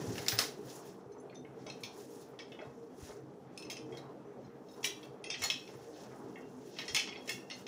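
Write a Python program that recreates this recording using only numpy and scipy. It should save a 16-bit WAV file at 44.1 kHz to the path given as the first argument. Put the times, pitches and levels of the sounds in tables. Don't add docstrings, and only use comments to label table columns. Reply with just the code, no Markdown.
import sys
import numpy as np
from scipy import signal
from scipy.fft import rfft, irfft, next_fast_len
from scipy.io import wavfile
from scipy.ndimage import uniform_filter1d

SR = 44100
rng = np.random.default_rng(int(sys.argv[2]) if len(sys.argv) > 2 else 0)


def transcribe(signal):
    frames = np.atleast_2d(signal).T
    limited = np.clip(frames, -1, 1)
    pcm = np.round(limited * 32767).astype(np.int16)
    wavfile.write(sys.argv[1], SR, pcm)


N = 338247

# frequency in Hz, level in dB, decay time t60 in s.
PLATE_MODES = [(1820, -18, 0.34), (2157, -23, 0.17), (2573, -12, 0.46), (2710, -15.5, 0.17),
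               (3250, -8, 0.12), (3300, -16.5, 0.037), (3650, -26, 0.2), (4200, -18, 0.29),
               (4290, -19, 0.31), (5170, -13, 0.72), (4810, -24, 0.33), (5420, -6, 0.085),
               (5590, -3.5, 0.084), (5690, -2, 0.21), (6280, -0.5, 0.72), (6800, -7, 0.11),
               (7900, -31, 0.64), (7920, -5.5, 0.11), (8860, 4.5, 0.044), (10300, 0, 0.054),
               (11340, -17, 0.1), (12540, -28, 0.19)]
# frequency in Hz, density in dB per Hz.
FINE_SPECTRUM = [(4120, -9), (7000, -1), (7960, -8), (10400, -3.5), (13600, -14.5), (14900, -4.5),
                 (15600, -5.5), (16000, -18)]
# start in s, frequency in Hz, level in dB, t60 in s.
LIFTED_RINGS = [(5.242, 3230, -46, .25), (5.241, 2655, -43.5, 0.35), (5.242, 5500, -49, .25),
                (5.242, 2054, -47, 0.23), (5.242, 6480, -48, 0.22), (5.3, 3240, -39, 0.43),
                (5.302, 3610, -39.5, 0.27), (5.302, 2020, -56, .4), (5.304, 2573, -45.5, 0.67),
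                (5.302, 4700, -52, 0.27), (5.302, 5500, -57, 0.32), (5.44, 6800, -29, .15),
                (5.502, 2597, -42, 0.48), (5.502, 3200, -50, .25), (5.501, 2218, -44, 0.16),
                (5.501, 4260, -48, 0.41), (5.501, 5500, -43, 0.47), (5.5, 6730, -49, 0.28),
                (6.357, 1870, -51, 0.19), (6.42, 2770, -63.5, 0.48), (6.76, 4850, -67, 0.17),
                (6.788, 1840, -44, 0.29), (6.788, 2207, -45, .27), (6.788, 3268, -42, 0.18),
                (6.8, 4230, -55, 0.36), (6.788, 5383, -42, 0.19), (6.82, 3661, -62, 0.36),
                (6.882, 5233, -44, .25), (6.882, 4264, -48, .21), (6.881, 3250, -47, 0.35),
                (6.882, 5330, -50, .15), (6.99, 4230, -51, 0.5), (6.99, 6380, -49, .4),
                (7.0, 5400, -48, .5), (7.074, 3300, -47, 0.22), (7.08, 2170, -46, .3),
                (7.121, 2580, -61, .25), (7.157, 3300, -50, 0.39), (7.157, 4274, -61, 0.42),
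                (7.166, 5440, -50, 0.17), (7.294, 2750, -45, 0.52), (7.293, 3390, -43, 0.28),
                (7.293, 4250, -52, .3), (7.293, 5630, -47, 0.4), (7.293, 6300, -52, 0.25),
                (7.293, 7154, -56, .2), (7.512, 2060, -49.5, 0.28), (7.501, 4290, -44, 0.26),
                (7.512, 5370, -54, .22), (7.501, 6287, -48, 0.24)]


def from_db(db):
    return np.exp(np.asarray(db) * np.float32(np.log(10) / 20))


def rms_one(x):
    return x / np.sqrt(np.mean(x ** 2) + 1e-20)


def at_hz(points, hz):
    point_hz, value = np.array(points)[:, 0], np.array(points)[:, 1]
    return np.interp(np.log(hz), np.log(point_hz), value)


def octave_share(hz, k):
    return np.clip(1 - np.abs(np.log2(hz) - k), 0, 1)


def impulses(times, heights):
    out = np.zeros(N)
    at = np.round(np.asarray(times) * SR).astype(int)
    np.add.at(out, np.minimum(at, N - 1), heights)
    return out


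def ring(clicks, hz, t60):
    r = from_db(-60 / (t60 * SR))
    w = 2 * np.pi * hz / SR
    return signal.lfilter([0, np.sin(w)], [1, -2 * r * np.cos(w), r * r], clicks + 1e-18)


def ring_each(times, levels_db, centres_hz, t60s):
    return sum(ring(impulses([s], from_db(db)), hz, t60)
               for s, db, hz, t60 in zip(times, levels_db, centres_hz, t60s))


def fade(clicks, t60):
    return signal.lfilter([1], [1, -from_db(-60 / (t60 * SR))], clicks + 1e-18)


def flicker(depth_db, rate):
    step = 40
    r = np.exp(-2 * step * np.pi * rate / SR)
    noise = rng.standard_normal(N // step + 2002)
    slow = signal.lfilter([1], [1, -2 * r, r * r], noise)[2000:]
    return np.interp(np.arange(N) / step, np.arange(len(slow)), from_db(depth_db * rms_one(slow)))


def coloured(spectrum, patchy_db, rate):
    size = next_fast_len(N)
    hz = np.fft.rfftfreq(size, 1 / SR) + 1
    low_hz, high_hz = spectrum[0][0], spectrum[-1][0]
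    inside = np.minimum(1, hz / low_hz) ** 4 * np.minimum(1, high_hz / hz) ** 8
    shaped = rfft(rng.standard_normal(size)) * from_db(at_hz(spectrum, hz)) * inside
    out = np.zeros(N)
    for k in range(int(np.log2(low_hz)), int(np.log2(high_hz)) + 2):
        out += irfft(shaped * octave_share(hz, k), size)[:N] * flicker(patchy_db, rate)
    return rms_one(out)


def through_modes(x, between_db):
    width_hz = 55
    modes = np.array([row[0] for row in PLATE_MODES] + [row[1] for row in LIFTED_RINGS[::3]])
    grid = np.arange(0, SR / 2 + 5, 5)
    peaks = np.max(1 / (1 + ((grid[:, None] - modes) / width_hz) ** 2), axis=1)
    size = next_fast_len(N)
    gain = np.interp(np.fft.rfftfreq(size, 1 / SR), grid, np.maximum(peaks, from_db(between_db)))
    return rms_one(irfft(rfft(x, size) * gain, size)[:N])


def machinery():
    # time in s, low hum in dB.
    load = [(0.0, -41.5), (0.21, -43), (0.34, -48), (0.85, -52), (1.09, -53.5), (1.35, -50.5),
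            (2.09, -51.5), (2.6, -53), (3.37, -52.5), (4.04, -49.5), (4.55, -53), (5.28, -50),
            (5.57, -53.5), (6.11, -50), (6.3, -47), (6.71, -53.5), (6.99, -52), (7.67, -52.5)]
    # frequency in Hz, density in dB per Hz.
    rumble_spectrum = [(30, -40.5), (102, -24), (130, -3), (160, -4.5), (195, 2), (249, -6), (332, 1),
                       (414, -0.5), (468, 5), (501, -32.5), (800, -10.5), (1040, -54.5), (1760, -120)]
    # frequency in Hz, density in dB per Hz.
    air_spectrum = [(290, -34), (500, -2.5), (807, -7), (1130, -12.5), (1320, -15.5), (1600, -19.5),
                    (2650, -30), (3390, -32), (3920, -35.5), (16000, -48)]
    # frequency in Hz, width in Hz, level in dB.
    room_tones = [(133.5, 14, -11), (256.1, 14, -7.5), (305.9, 7.2, -10.5), (409.9, 18, -6), (467, 10, -9)]
    hum_db = np.interp(np.arange(N) / SR, *np.transpose(load))
    tones = np.zeros(N)
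    for hz, width_hz, level_db in room_tones:
        tone = rms_one(ring(rng.standard_normal(N), hz, 4.1 / width_hz))
        tones += from_db(level_db) * tone * flicker(4, 12.5)
    hum = rms_one(coloured(rumble_spectrum, patchy_db=3.5, rate=4) + tones)
    air_db = -58 + 0.82 * (hum_db - hum_db.mean())
    return from_db(hum_db) * hum + from_db(air_db) * coloured(air_spectrum, patchy_db=2.5, rate=6)


def box():
    # start in s, peak in dB, frequency in Hz.
    thuds = [(0.073, -30.5, 113), (0.022, -36, 146), (0.124, -42, 101), (0.151, -40, 200), (0.24, -42, 300),
             (0.194, -42.5, 112), (1.059, -46, 130), (1.829, -45, 116), (0.325, -32, 115.6),
             (0.37, -41.5, 108), (1.603, -48, 125), (2.666, -41, 137), (3.023, -38, 88), (3.09, -52, 70),
             (5.402, -45.5, 102), (5.43, -46, 77), (5.749, -43.5, 134), (6.902, -46, 87), (6.928, -44, 131)]
    s, peak_db, hz = np.transpose(thuds)
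    low = hz < 100
    deep = ring_each(s[low], peak_db[low], hz[low], 6 / hz[low])
    walls = ring_each(s[~low], peak_db[~low], hz[~low], 20.4 / hz[~low])
    walls = signal.sosfilt(signal.butter(2, 85, "high", fs=SR, output="sos"), walls)
    return signal.sosfilt(signal.butter(2, 140, fs=SR, output="sos"), deep + walls)


def brushing():
    # start in s, hold in s, rustle in dB, fine hiss in dB above the rustle.
    brushes = [(0.019, 0.44, -54.5, -3.5), (0.684, 0.077, -60, 1.5), (0.862, 0.035, -64.5, -4),
               (1.6, 0.38, -73, -6), (1.99, 0.037, -67.5, 3.5), (2.104, 0.076, -76, 1.5),
               (2.197, 0.024, -70, 3), (2.502, 0.34, -78.5, -5.5), (3.031, 0.064, -59.5, -3),
               (3.544, 0.38, -81, -8), (3.95, 0.014, -72, -10), (4.436, 0.016, -80.5, -15),
               (4.712, 0.34, -72, -2), (5.422, 0.025, -50, -19), (5.51, 0.36, -68.5, -4),
               (5.97, 0.062, -62, -7), (6.123, 0.5, -76.5, -2), (6.67, 0.14, -68, -7),
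               (6.814, 0.25, -60, -8.5), (7.28, 0.086, -62.5, -0.5), (7.583, 0.016, -65, -1)]
    rise_db_per_s, fall_db_per_s = 216.5, 177
    t = np.arange(0, N, 32) / SR
    gains = from_db([[-83.5], [-92]])
    for s, hold, level_db, fine_db in brushes:
        rise_db = -rise_db_per_s * np.maximum(s - t, 0)
        fall_db = -fall_db_per_s * np.maximum(t - s - hold, 0)
        gains = gains + from_db(level_db + rise_db + fall_db + np.array([[0], [fine_db]]))
    return [np.interp(np.arange(N) / SR, t, gain) for gain in gains]


def squeak():
    start_s, end_s, hz, level_db = .283, .365, 15268, -42
    t = np.arange(N) / SR
    held = np.clip(np.minimum(t - start_s, end_s - t) / 0.0037, 0, 1)
    return from_db(level_db) * held * np.sin(2 * np.pi * hz * t)


def wrap():
    # frequency in Hz, density in dB per Hz.
    wrap_spectrum = [(880, -32.5), (1500, -1), (1710, -1), (2240, -9.5), (2530, -4.5), (3500, -4.5),
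                     (4600, -5), (5960, 0.5), (8500, -14.5), (11000, -51), (18700, -120)]
    rustle_gain, fine_gain = brushing()
    ticks = (rng.random(N) < 700 / SR) * rng.exponential(1, N)
    grain = rms_one(1 + .2 * fade(ticks, .005))
    rustle = through_modes(coloured(wrap_spectrum, patchy_db=2.5, rate=26), between_db=-4)
    fine = coloured(FINE_SPECTRUM, patchy_db=3, rate=20)
    return grain * (rustle_gain * rustle + fine_gain * fine) + squeak()


def snaps():
    # start in s, peak in dB, centre in Hz, body below 2 kHz in dB.
    snap_events = [
        (0.156, -36.5, 2780, -10.5),
        (0.1813, -27.5, 2820, -15.5),
        (0.264, -31, 4970, -9.5),
        (0.2837, -12, 5200, -32.5),
        (0.3203, -31, 3700, -3.5),
        (0.382, -27.5, 5060, -19.5),
        (0.3888, -8.5, 5150, -22),
        (0.701, -39.5, 5840, -41),
    ]
    # frequency in Hz, density in dB per Hz.
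    crinkle_spectrum = [(1180, -25.5), (2000, -9), (2640, -5.5), (3710, -1), (5780, 1.5), (7700, -9.5),
                        (10900, -8.5), (13700, -20.5), (14900, -6), (16000, -13.5)]
    s, peak_db, centre_hz, body_db = np.transpose(snap_events)
    crack = ring_each(s, peak_db - 4, centre_hz, np.full(len(s), 0.009))
    touch = impulses(s, from_db(peak_db))
    crinkle_gain = from_db(-17.5) * fade(touch, 0.025) + from_db(-23.5) * fade(touch, 0.25)
    crinkle = coloured(crinkle_spectrum, patchy_db=1.5, rate=82.0) * crinkle_gain
    puff = coloured([(400, -3.5), (1000, -3), (2200, -2.0)], patchy_db=-3.0, rate=90)
    body = puff * fade(impulses(s, from_db(peak_db + body_db)), 0.22)
    return crack + crinkle + from_db(-6.0) * body


def knocks():
    # start in s, peak in dB, centre in Hz.
    wall_hits = [(1.309, -53, 655), (1.448, -47.5, 467), (1.664, -39, 495), (2.519, -50, 486),
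                 (2.59, -42, 790), (2.615, -46.5, 1500), (2.3, -55, 890), (2.335, -52, 1200),
                 (3.092, -43, 467), (5.69, -48, 800), (5.74, -48, 900), (5.79, -49, 650), (1.03, -54, 1100),
                 (1.15, -50, 906), (3.933, -41.5, 467), (4.842, -45.5, 940), (5.419, -48, 1590),
                 (5.436, -36.5, 1140), (6.105, -46, 480), (6.964, -42, 1890)]
    s, peak_db, centre_hz = np.transpose(wall_hits)
    rings = ring_each(s, peak_db + 2.0, centre_hz, np.full(len(s), 0.016))
    touch = uniform_filter1d(impulses(s + .002, from_db(peak_db)), size=200) * 200
    puff = coloured([(450, 1.5), (1000, -7.0), (2200, -17.0)], patchy_db=6.5, rate=34)
    return rings + from_db(-54.0) * puff * fade(touch, 0.24)


def edges():
    # start in s, peak in dB.
    edge_hits = [(1.806, -48), (1.834, -45), (2.5227, -57), (3.5763, -48), (3.6232, -54), (3.702, -37),
                 (3.971, -48.5), (4.809, -55), (4.8408, -24), (4.849, -40), (5.3911, -47), (5.4214, -34),
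                 (5.437, -25), (5.5009, -37.5), (6.79, -45), (6.945, -27.5), (6.9594, -29), (7.275, -42),
                 (7.2943, -31.5), (7.3294, -38)]
    s, peak_db = np.transpose(edge_hits)
    touch = impulses(s, from_db(peak_db))
    hiss = coloured(FINE_SPECTRUM, patchy_db=3.5, rate=60)
    return hiss * (from_db(-18.0) * fade(touch, 0.0066) + from_db(-13.5) * fade(touch, 0.095))


def lingering():
    # start in s,
    # frequency in Hz, level in dB, t60 in s.
    faint_rings = [(0.2831, 3660, -21, 0.019), (0.2828, 7100, -18.5, .016), (1.115, 6130, -56, 0.14),
                   (1.115, 4180, -69, .2), (1.178, 5950, -59, .12), (1.18, 7300, -70, .12),
                   (1.198, 6330, -61, .1), (1.198, 10450, -60, 0.1), (1.198, 9200, -70, .08),
                   (1.2, 7200, -65, .1), (1.345, 10150, -68, .15), (1.345, 6700, -61, .06),
                   (1.35, 6080, -47.5, 0.17), (1.352, 3620, -54.5, 0.29), (1.352, 4190, -65, 0.16),
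                   (1.666, 2140, -49, 0.13), (1.7, 4188, -45, 0.12), (1.699, 2530, -50, 0.12),
                   (1.74, 4190, -64, 0.26), (1.837, 3370, -63, .35), (1.835, 4199, -57, 0.27),
                   (1.836, 5981, -61, .3), (1.836, 2570, -52, 0.2), (2.391, 2260, -52, 0.33),
                   (2.393, 3235, -50, 0.26), (2.393, 5260, -51, .3), (2.392, 4172, -63, .3),
                   (2.518, 2950, -51, 0.22), (2.592, 2600, -56, .33), (2.591, 3340, -66, 0.26),
                   (2.645, 3750, -61, .15), (3.623, 2610, -53, 0.35), (3.625, 4240, -60, .3),
                   (3.645, 6212, -41, .06), (3.705, 3260, -46, .15), (3.72, 2740, -49, .25),
                   (3.77, 5280, -57, .25), (3.923, 3250, -51, 0.23), (3.93, 2030, -65, 0.24),
                   (4.165, 2600, -72.5, 0.33), (4.25, 5970, -73.5, 0.4), (4.445, 5200, -71, .15),
                   (4.445, 6550, -72, .15), (4.46, 5770, -73, .15), (4.685, 3800, -58, 0.29),
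                   (4.71, 5305, -53, 0.17), (4.845, 4670, -44, .3), (4.845, 3930, -40, .3),
                   (5.031, 3280, -61, .25), (5.031, 2680, -57, 0.27)]
    # start in s,
    # frequency in Hz, level in dB, t60 in s.
    stray_rings = [(7.293, 2180, -48, 0.34), (3.768, 3500, -57, .25), (2.519, 3633, -61, 0.22),
                   (2.202, 9700, -59, .04), (4.843, 6400, -40, 0.22), (2.39, 1835, -57, .2)]
    wobble_depth, wobble_step_s, length_s = 1.1, .006, .3
    s, hz, level_db, t60 = np.transpose(faint_rings + LIFTED_RINGS + stray_rings)[:, :, None]
    t = np.arange(round(length_s * SR)) / SR
    steps = np.arange(round(length_s / wobble_step_s) + 2) * wobble_step_s
    wobble = np.array([np.interp(t, steps, row) for row in rng.standard_normal((len(s), len(steps)))])
    swell = np.minimum(1, t / (.035 * t60))
    shape = swell * np.minimum(1, (t[-1] - t) / .05)
    strength = from_db(level_db - 60 * t / t60) * (.6 + wobble_depth * wobble / 2) * shape
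    sounds = strength * np.sin(2 * np.pi * hz * t)
    out = np.zeros(N + len(t))
    for at, sound in zip(np.round(s[:, 0] * SR).astype(int), sounds):
        out[at:at + len(t)] += sound
    return out[:N]


def chatter(sound, delays, strengths):
    longest_s, bounce_db = .028, -6
    out = sound.copy()
    lags = (np.abs(np.tanh(delays)) * longest_s * SR).astype(int) + 60
    for lag, strength in zip(lags, strengths):
        out[lag:] += from_db(bounce_db) * np.tanh(strength) * sound[:len(sound) - lag]
    return out


def add_partials(out, s, hz, level_db, t60, phase, bounces):
    at = round(s * SR)
    t = (np.arange(round(.22 * SR)) / SR).astype(np.float32)
    columns = (hz, level_db, t60, phase)
    hz, level_db, t60, phase = (np.reshape(v, (-1, 1)).astype(np.float32) for v in columns)
    turn = np.float32(2 * np.pi)
    beat = 1 + np.float32(.6) * np.cos(turn * (28 + 14 * phase) * t)
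    beat = beat + np.float32(.4) * np.sin(turn * (67 - 23 * phase) * t)
    decay = from_db(np.maximum(level_db - 60 * t / t60, -200))
    sound = np.sum(decay * beat * np.sin(turn * (hz * t + phase)), axis=0)
    out[at:at + len(t)] += chatter(sound * np.minimum(1, t / 0.0019), *bounces)[:N - at]


def struck_modes(out, clacks):
    detune, uneven_db, grip_t60_s = .007, 3.5, .14
    mode_hz, mode_db, mode_t60 = np.transpose(PLATE_MODES)
    luck = rng.standard_normal((len(clacks), 4, len(PLATE_MODES)))
    for (s, peak_db, low_hz, treble_db, _), (uneven, grip, damp, phase) in zip(clacks, luck):
        bright_db = np.clip(np.log2(mode_hz / 3300), 0, 1.6) * (treble_db + 3.5)
        level_db = peak_db + mode_db + bright_db - 16.0 + uneven_db * np.clip(uneven, -2, 1)
        t60 = np.minimum(.5 * mode_t60, grip_t60_s) * np.exp(0.17 * np.clip(damp, -2, 1))
        t60 = t60 * np.minimum(1, 5500 / mode_hz)
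        add_partials(out, s, mode_hz * (1 + detune * grip), level_db, t60, phase, (grip[:4], damp[:4]))
        high_hz = max(5253, 1.2 * low_hz) * (1 + detune * grip[-1])
        pair_db = [peak_db - 18.0, peak_db + treble_db - 6.5]
        add_partials(out, s, [low_hz, high_hz], pair_db, [.08, .06], phase[:2], (grip[4:8], damp[4:8]))


def loose_modes(out, clacks):
    low_hz, high_hz, loose_db, t60_s = 1900, 7000, -22, .085
    luck = rng.random((len(clacks), 3, 10))
    for (s, peak_db, _, treble_db, _), (place, size, chance) in zip(clacks, luck):
        hz = low_hz * (high_hz / low_hz) ** place
        level_db = peak_db + loose_db + 8 * size + place ** 2 * (treble_db + 4.0)
        bounces = (size[:3], chance[:3] - .5)
        add_partials(out, s, hz, level_db, t60_s * (.5 + chance), chance, bounces)


def accents(out):
    # start in s, frequency in Hz, level in dB, t60 in s.
    accent_partials = [(1.667, 3250, -54, 0.06), (4.445, 4100, -70.5, 0.11), (1.667, 6100, -55, 0.052),
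                       (1.834, 6020, -57, 0.035), (1.837, 3320, -48.5, 0.081), (2.399, 2580, -64, 0.16),
                       (2.521, 3400, -61, 0.11), (2.588, 3300, -59, 0.17), (4.842, 5760, -36, 0.16),
                       (3.575, 2589, -52, 0.1), (3.578, 4209, -53, 0.051), (3.98, 3900, -54, 0.056),
                       (6.947, 6310, -37, 0.12), (4.842, 1986, -46, 0.071), (4.842, 3900, -55, 0.15),
                       (5.24, 9460, -50, 0.048), (5.298, 4900, -48, 0.058), (5.438, 4300, -35, 0.08),
                       (5.5, 2570, -35.5, 0.077), (5.5, 3200, -20, 0.011), (5.44, 7080, -42, 0.068),
                       (6.946, 8680, -40.5, 0.056), (6.96, 2070, -58, 0.26), (6.95, 3600, -41, 0.17),
                       (6.8, 3900, -50, 0.11), (7.292, 1814, -48.5, 0.27), (7.501, 2900, -55, 0.097)]
    for s, hz, level_db, t60 in accent_partials:
        add_partials(out, s, hz, level_db, t60, 0, rng.standard_normal((2, 3)))


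def slides(clacks):
    # frequency in Hz, density in dB per Hz.
    slide_spectrum = [(350, -21), (600, -5.5), (1260, -4), (1470, -5.5), (1920, -4), (2830, -4.5),
                      (3660, -6.5), (6300, 7), (8500, -10), (11000, -36), (18700, -120)]
    s, peak_db, _, treble_db, slide_db = np.transpose(clacks)
    noise = through_modes(coloured(slide_spectrum, patchy_db=5, rate=150), between_db=-7)
    dull = signal.sosfiltfilt(signal.butter(3, 4500, fs=SR, output="sos"), noise)
    out = np.zeros(N)
    for part, tilt_db in ((dull, 0 * treble_db), (noise - dull, 1.85 * (treble_db + 1.5))):
        hits = impulses(s + 0.00053, from_db(peak_db + slide_db + tilt_db))
        touch = uniform_filter1d(hits, size=120)
        out += part * (from_db(-58) * fade(touch, 0.02) + from_db(-7.0) * fade(touch, 0.14))
    return out


def plates():
    # start in s, peak
    # in dB, low partial in Hz, treble in dB above the peak, slide noise in dB above the peak.
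    clack_events = [(1.1182, -69, 4200, 0, -3), (1.2965, -48.5, 4310, -40, -28), (1.345, -61.5, 3600, -6.5, 8),
                    (1.4484, -47.5, 2130, -54, -17), (1.665, -39, 3230, -11.5, -10),
                    (1.699, -40, 4070, -8.5, -29), (1.8341, -32.5, 4260, -10.5, -5.5),
                    (2.3888, -39.5, 3280, -14, 3), (2.518, -46.5, 2900, -18, 0),
                    (2.5894, -42.5, 2550, -42, -24), (3.5748, -45, 2690, 2, -25),
                    (3.6227, -42.5, 2700, -4.5, -9), (3.6494, -54, 2610, -17, -14),
                    (3.6987, -34, 2680, -6, -1.5), (3.709, -42, 3660, -10, -24), (3.767, -38, 2610, -8, -8),
                    (3.923, -45, 3230, -26, -19), (3.9705, -45.5, 3940, -20, 3), (4.685, -56, 3720, -8, -8),
                    (2.61, -51.5, 3300, -40, 4), (4.829, -39, 2700, -9, 3), (4.8432, -21, 3390, -15, -11),
                    (4.8508, -33, 3880, -15, -16), (5.029, -40.5, 3305, -22, -19),
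                    (5.24, -35, 3260, -13, -9), (5.3011, -27, 3310, -11, -4), (5.341, -30.5, 3170, -30, -2),
               (5.419, -32.5, 2680, -6, 7), (5.436, -34, 4290, -10, 4), (5.446, -32, 4280, -10, -21),
               (5.5, -26.5, 3265, -9, 0), (5.675, -46, 2770, -14, 3), (6.3564, -39, 2710, -67, -36),
               (6.7643, -44, 1970, -24, 3), (6.786, -28.5, 2560, -26, 4), (6.88, -34, 4300, -6.5, 1.5),
               (6.9463, -22, 4200, -6, -1), (6.963, -18, 3286, -18, -10.5), (6.9698, -21, 2700, -19, -34),
               (6.995, -33, 2560, -5, -2), (7.0735, -35.5, 3370, -20, 5.5), (7.124, -34.5, 2490, -37, -14),
               (7.157, -39, 3350, -25, -1), (7.2763, -38.5, 2190, -8, 3), (7.292, -26.5, 2683, -11.5, -5),
               (7.4994, -35, 2690, -11.5, -16), (7.5093, -34.5, 2780, -17, 1.5),
               (7.6655, -38, 2660, -15, 6.5)]
    clacks = clack_events
    out = np.zeros(N)
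    struck_modes(out, clacks)
    loose_modes(out, clacks)
    accents(out)
    return out + slides(clacks)


def room(x):
    # frequency in Hz, decay time t60 in s.
    room_t60 = [(500, 0.26), (3000, 0.33), (8000, 0.23), (15000, 0.21)]
    t = np.arange(round(.6 * SR)) / SR
    hz = np.fft.rfftfreq(len(t), 1 / SR) + 1
    white = rfft(rng.standard_normal(len(t)))
    tail = np.zeros(len(t))
    for k in range(8, 16):
        band = irfft(white * octave_share(hz, k), len(t))
        tail += band * from_db(-60 * t / at_hz(room_t60, 2 ** k))
    tail *= np.clip(t / 0.0046, 0, 1)
    return signal.fftconvolve(x, tail / np.sqrt(np.sum(tail ** 2)))[:N]


def scene():
    struck = plates() + edges() + knocks()
    cracked = snaps()
    wet = room(from_db(-4.0) * struck + from_db(-8) * cracked)
    return (struck + cracked + wet + wrap() + box() + machinery() + lingering())[None]


def low_pass(x):
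    return signal.sosfilt(signal.butter(12, 16000, fs=SR, output="sos"), x)


def record(dry):
    heard = dry + from_db(-38.5) * ring(dry, 15250, 0.0045)
    heard = signal.sosfilt(signal.butter(3, 55, "high", fs=SR, output="sos"), heard)
    heard = signal.sosfilt(signal.cheby2(12, 32, 15900, fs=SR, output="sos"), heard)
    heard = .4 * np.tanh(heard / .4)
    return low_pass(heard)


dry = scene()
out = record(dry)
transcribe(out)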